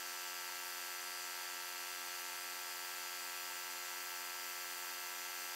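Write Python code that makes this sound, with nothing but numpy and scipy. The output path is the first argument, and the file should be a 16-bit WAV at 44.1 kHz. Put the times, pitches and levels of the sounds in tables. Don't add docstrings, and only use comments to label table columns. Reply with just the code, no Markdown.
import sys
import numpy as np
from scipy import signal
from scipy.fft import rfft, irfft, next_fast_len
from scipy.io import wavfile
from scipy.ndimage import uniform_filter1d, map_coordinates

SR = 44100
rng = np.random.default_rng(int(sys.argv[2]) if len(sys.argv) > 2 else 0)


def field_ratio(decibels):
    return 10 ** (np.asarray(decibels, dtype=float) / 20)


def master_out(mix):
    frames = np.transpose(np.atleast_2d(mix))
    ceiling = np.clip(frames, -1, 1)
    pcm = np.round(ceiling * 32767).astype(np.int16)
    wavfile.write(sys.argv[1], SR, pcm)


N = 244755
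T = np.arange(N) / SR


def along(points, hz):
    f, v = np.transpose(points)
    return np.interp(np.log(hz + 1), np.log(f + 1), v)


def curves(rows):
    s, *columns = np.transpose(rows)
    return [np.interp(T, s, column) for column in columns]


def wobble(axis, step):
    knots = rng.standard_normal(int(axis[-1] / step) + 4)
    return map_coordinates(knots, [axis / step])


def filtered(x, response):
    m = next_fast_len(N + 8192)
    hz = np.fft.rfftfreq(m, 1 / SR)
    return irfft(rfft(x, m) * response(hz), m)[..., :N]


def tone(hz, db):
    turns = np.cumsum(hz) / SR + rng.random()
    return np.sqrt(2) * field_ratio(db) * np.sin(2 * np.pi * turns)


def patched(x, size, tall, long, depth_db):
    z = signal.stft(x, nperseg=size)[2]
    field = uniform_filter1d(rng.standard_normal(z.shape), size=tall, axis=0)
    field = uniform_filter1d(field, size=long, axis=1)
    z = z * field_ratio(depth_db * field / field.std())
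    return signal.istft(z, nperseg=size)[1][:N]


def bearing_whines():
    # (pitch [Hz], level [dB rms], wander [Hz])
    rotating_parts = [(196.5, -98, .2), (223.4, -100, .2), (263, -85, .2), (328.4, -92, .3),
                      (369.2, -86, .2), (394.3, -92, .3), (458.4, -91, .1), (553.2, -85, .1),
                      (916.7, -70, .15), (1375, -72, .1), (1833.4, -79, .2), (2908.5, -69, .3),
                      (3324, -71, 4), (3378, -76, 4), (5593, -79, 2), (9819, -74, 8)]
    out = np.zeros(N)
    for hz, db, wander in rotating_parts:
        out += tone(hz + wander * wobble(T, .1), db + wobble(T, .22))
    return out


def gear_whine():
    # (time [s], mesh pitch [Hz], level [dB rms])
    teeth = [(0, 2073.3, -66), (1, 2073.4, -63), (3, 2073.4, -62), (4.2, 2074.8, -61.5), (5.55, 2075, -61)]
    # (multiple of the mesh pitch [1], level [dB])
    overtones = [(1, 0), (2, -9), (3, -16), (7, -2)]
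    mesh_hz, mesh_db = curves(teeth)
    mesh_hz = mesh_hz + .8 * wobble(T, .2)
    return sum(tone(k * mesh_hz, mesh_db + db + wobble(T, .15)) for k, db in overtones)


def cabinet_hiss():
    # (frequency [Hz], level [dB per Hz])
    noise_levels = [(30, -128), (90, -125), (170, -122.5), (240, -116), (330, -110.2), (450, -106.8),
                    (600, -97.1), (780, -92.5), (1000, -86.1), (1300, -93.7),
                    (1700, -89), (2200, -87.5), (3000, -88.3), (4000, -92.6), (5300, -89.4), (6800, -92.8),
                    (8500, -100.8), (8520, -94.5), (10000, -94.5), (11500, -95.2), (13000, -89.9),
                    (14500, -94.3), (15700, -91.8)]
    # (frequency [Hz], width [Hz], lift [dB])
    resonances = [(266, 46, 10.1), (304, 13, -5.6), (362, 30, 6.1), (518, 29, 4.4), (634, 103, -7.8),
                  (654, 24, -4.0), (700, 12, 2.7), (761, 50, -5.3), (892, 88, 5.7), (1081, 24, -2.6),
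                  (1153, 25, -2.3), (1232, 65, 1.8),
                  (1442, 67, -3.5), (1533, 61, 2.3), (2264, 500, -5.4), (2302, 35, -3.0), (2450, 221, 4.6),
               (3134, 240, -2.9), (4032, 28, 3.4), (4415, 500, 5.2), (4439, 29, 2.4), (4503, 54, -2.1),
               (4780, 57, -5.4), (4801, 188, 8.1), (4948, 62, 8.1), (5480, 295, -4.2), (5517, 39, 3.5),
               (5901, 500, 4.6), (6222, 24, 4.0), (6332, 126, 2.6), (6570, 29, -2.0), (6634, 68, 3.3),
               (6747, 50, 5.1), (6931, 51, 6.0), (7163, 254, 9.0), (7594, 74, -3.8), (7681, 500, 11.4),
               (7839, 95, -6.9), (8180, 321, 11.5), (8465, 92, 8.1),
                  (8931, 500, 2.2), (9305, 35, 4.1), (9759, 30, -2.7), (9839, 47, 3.8), (9974, 35, 3.4),
                 (10294, 97, 3.0), (10860, 500, 3.3), (10911, 89, -2.5), (11002, 41, 3.0), (11327, 52, 4.5),
                 (11849, 500, 3.7), (12056, 48, -4.8), (12535, 136, -3.5), (13044, 138, -2.4),
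                 (13216, 288, 1.2), (13915, 42, -3.6), (14365, 36, 3.0), (14490, 52, 3.8),
                 (14829, 126, 2.3), (15226, 259, -2.4)]

    white = patched(rng.standard_normal(N), 512, 8, 20, depth_db=.6)
    white = patched(white, 2048, 2, 70, depth_db=1.3)
    white = white / white.std() * np.sqrt(SR / 2)

    def color(hz):
        db = .45 + along(noise_levels, hz)
        for center, width, lift in resonances:
            db = db + lift / (1 + (2 * (hz - center) / width) ** 4)
        return field_ratio(db)

    return filtered(white, color)


def grit_spurts(noise):
    # (time [s], level over the steady stream [dB])
    spurts = [(.69, 4), (2.86, 3.5), (3.43, 4), (3.62, 3.5), (4.03, 3.5), (4.14, 5.5), (4.5, 4),
              (4.64, 3.5), (4.76, 2), (4.87, 4.5), (5.09, 2.5), (5.41, 2.5)]
    rise_s, fall_s = .05, .03
    stream_db = -1.8 + .3 * T
    for s, db in spurts:
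        stream_db = stream_db + db * np.exp(-((T - s) / np.where(T < s, rise_s, fall_s)) ** 2)
    fine = filtered(noise, lambda hz: np.clip((hz - 12500) / 2500, 0, 1))
    return noise + (field_ratio(stream_db) - 1) * fine


def shaft_knocks():
    # (time [s], speed [turns per s])
    speed = [(0, 89.016), (1.5, 89.0205), (2.5, 89.0335), (3.5, 89.0425), (5.55, 89.047)]
    thuds = [
        (.72, -1),
        (.806, -.86),
        (.035, -.38),
    ]
    knocks = [
        (.5897, 1),
        (.982, .41),
        (.3385, .29),
        (.7692, .13),
    ]
    ticks = [
        (.5435, 1),
        (.8531, -.65),
        (.3063, -.41),
        (.4503, .21),
    ]
    clicks = [
        (.5613, 1),
        (.508, .9),
        (.61, .9),
        (.84, .75),
        (.0604, .45),
    ]
    # (multiple of the turn [1], level [dB
    shaft_orders = [(2, -82.6), (3, -77.7), (4, -66.4), (5, -73.0), (6, -68.4), (7, -73.2), (8, -64.2),
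                     (9, -69.2),
                     (10, -65.5), (11, -68.3), (12, -81.8), (13, -63.5), (14, -69.2), (15, -57.0),
                    (16, -69.1), (17, -64.9), (18, -58.1), (19, -62.8), (20, -63.5), (21, -65.3),
                    (22, -61.0), (23, -73.0), (24, -65.5), (25, -71.2), (26, -64.9), (27, -89.0),
                    (28, -64.7), (29, -74.9), (30, -64.3), (31, -63.1), (32, -81.1), (33, -70.9),
                    (34, -70.2), (35, -67.2), (36, -80.5), (37, -68.3), (38, -70.7),
                     (39, -77.8), (42, -73.8), (43, -76.8), (49, -67.4), (51, -65.9), (52, -70.6),
                     (55, -72.9), (56, -77.8), (58, -73.5), (60, -72.1), (61, -77.1), (62, -75.2),
                     (66, -78.4), (67, -69.1), (68, -76.0), (69, -71.7), (70, -68.9), (71, -71.3),
                     (72, -78.8), (73, -74.8), (75, -78.2), (77, -78.4), (80, -77.8), (89, -78.9),
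                     (143, -78.7), (148, -74.8), (149, -75.4), (150, -71.7), (153, -77.6), (160, -78.6)]
    # (multiple of the turn [1], level [dB rms])
    faint_orders = [(39, -93), (75, -80), (100, -89), (130, -86.5), (145, -79), (170, -86)]
    # (multiple of the turn [1], level before [dB rms], level after [dB rms], time [s])
    hand_shifts = [
        (51, -64.3, -71, 4.1),
        (70, -65.3, -71.5, 2.1),
        (148, -77.5, -69, 2.6),
        (149, -67, -78, 1.1),
        (150, -65.5, -72.5, .7),
    ]
    shift_s = .3
    scatter_db, sway_db, smear_rad = 3, 2.5, 1.2

    turn = np.exp(2j * np.pi * np.cumsum(curves(speed)[0]) / SR)
    luck = rng.standard_normal((171, 2))
    coarse = T[::64]
    level = {k: along(faint_orders, k) + scatter_db * luck[k, 0] for k in range(39, 171)}
    level.update(dict(shaft_orders))
    for k, before, after, s in hand_shifts:
        level[k] = before + (after - before) / (1 + np.exp((s - coarse) / shift_s * 2))

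    out, spin = np.zeros(N), turn
    for k in range(2, 171):
        spin = spin * turn
        blows = thuds if k < 10 else knocks if k < 23 else ticks if k < 44 else clicks
        place, strength = np.transpose(blows)
        beat = np.sum(strength * np.exp(-2j * np.pi * k * place))
        beat = beat / abs(beat)
        if k > 71:
            beat = beat * np.exp(1j * smear_rad * luck[k, 1])
        depth_db = .8 if np.ndim(level[k]) else sway_db * min(k / 60, 1) ** 2
        gain = np.repeat(field_ratio(level[k] + depth_db * wobble(coarse, .566)), 64)[:N]
        out += gain * (spin.real * beat.real - spin.imag * beat.imag)
    return np.sqrt(2) * out


def scene():
    # (frequency [Hz], level [dB])
    port_difference = [(250, -36), (400, -36), (530, -31), (620, -22), (760, -44), (1100, -17), (1400, -34),
                       (1800, -22.5), (2250, -17.5), (3000, -22.5), (4400, -16), (5300, -24), (6100, -17),
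                       (8000, -25.5), (11000, -14), (15000, -18.5)]
    steady = bearing_whines() + gear_whine() + shaft_knocks()
    noise = grit_spurts(cabinet_hiss())

    def echo(hz):
        strength = field_ratio(along(port_difference, hz) + 2.9 * wobble(hz, 70))
        return strength * np.exp(1.3j * wobble(hz, 150))

    diffuse = cabinet_hiss()
    side = filtered(steady + .7 * noise + diffuse, echo)
    return steady + noise + np.array([side, -side])


def roll_off(x):
    return signal.sosfilt(signal.butter(12, 16650, fs=SR, output="sos"), x)


def record(dry):
    top_hz = 15740
    mix = filtered(dry, lambda hz: hz < top_hz)
    return roll_off(mix)


dry = scene()
out = record(dry)
master_out(out)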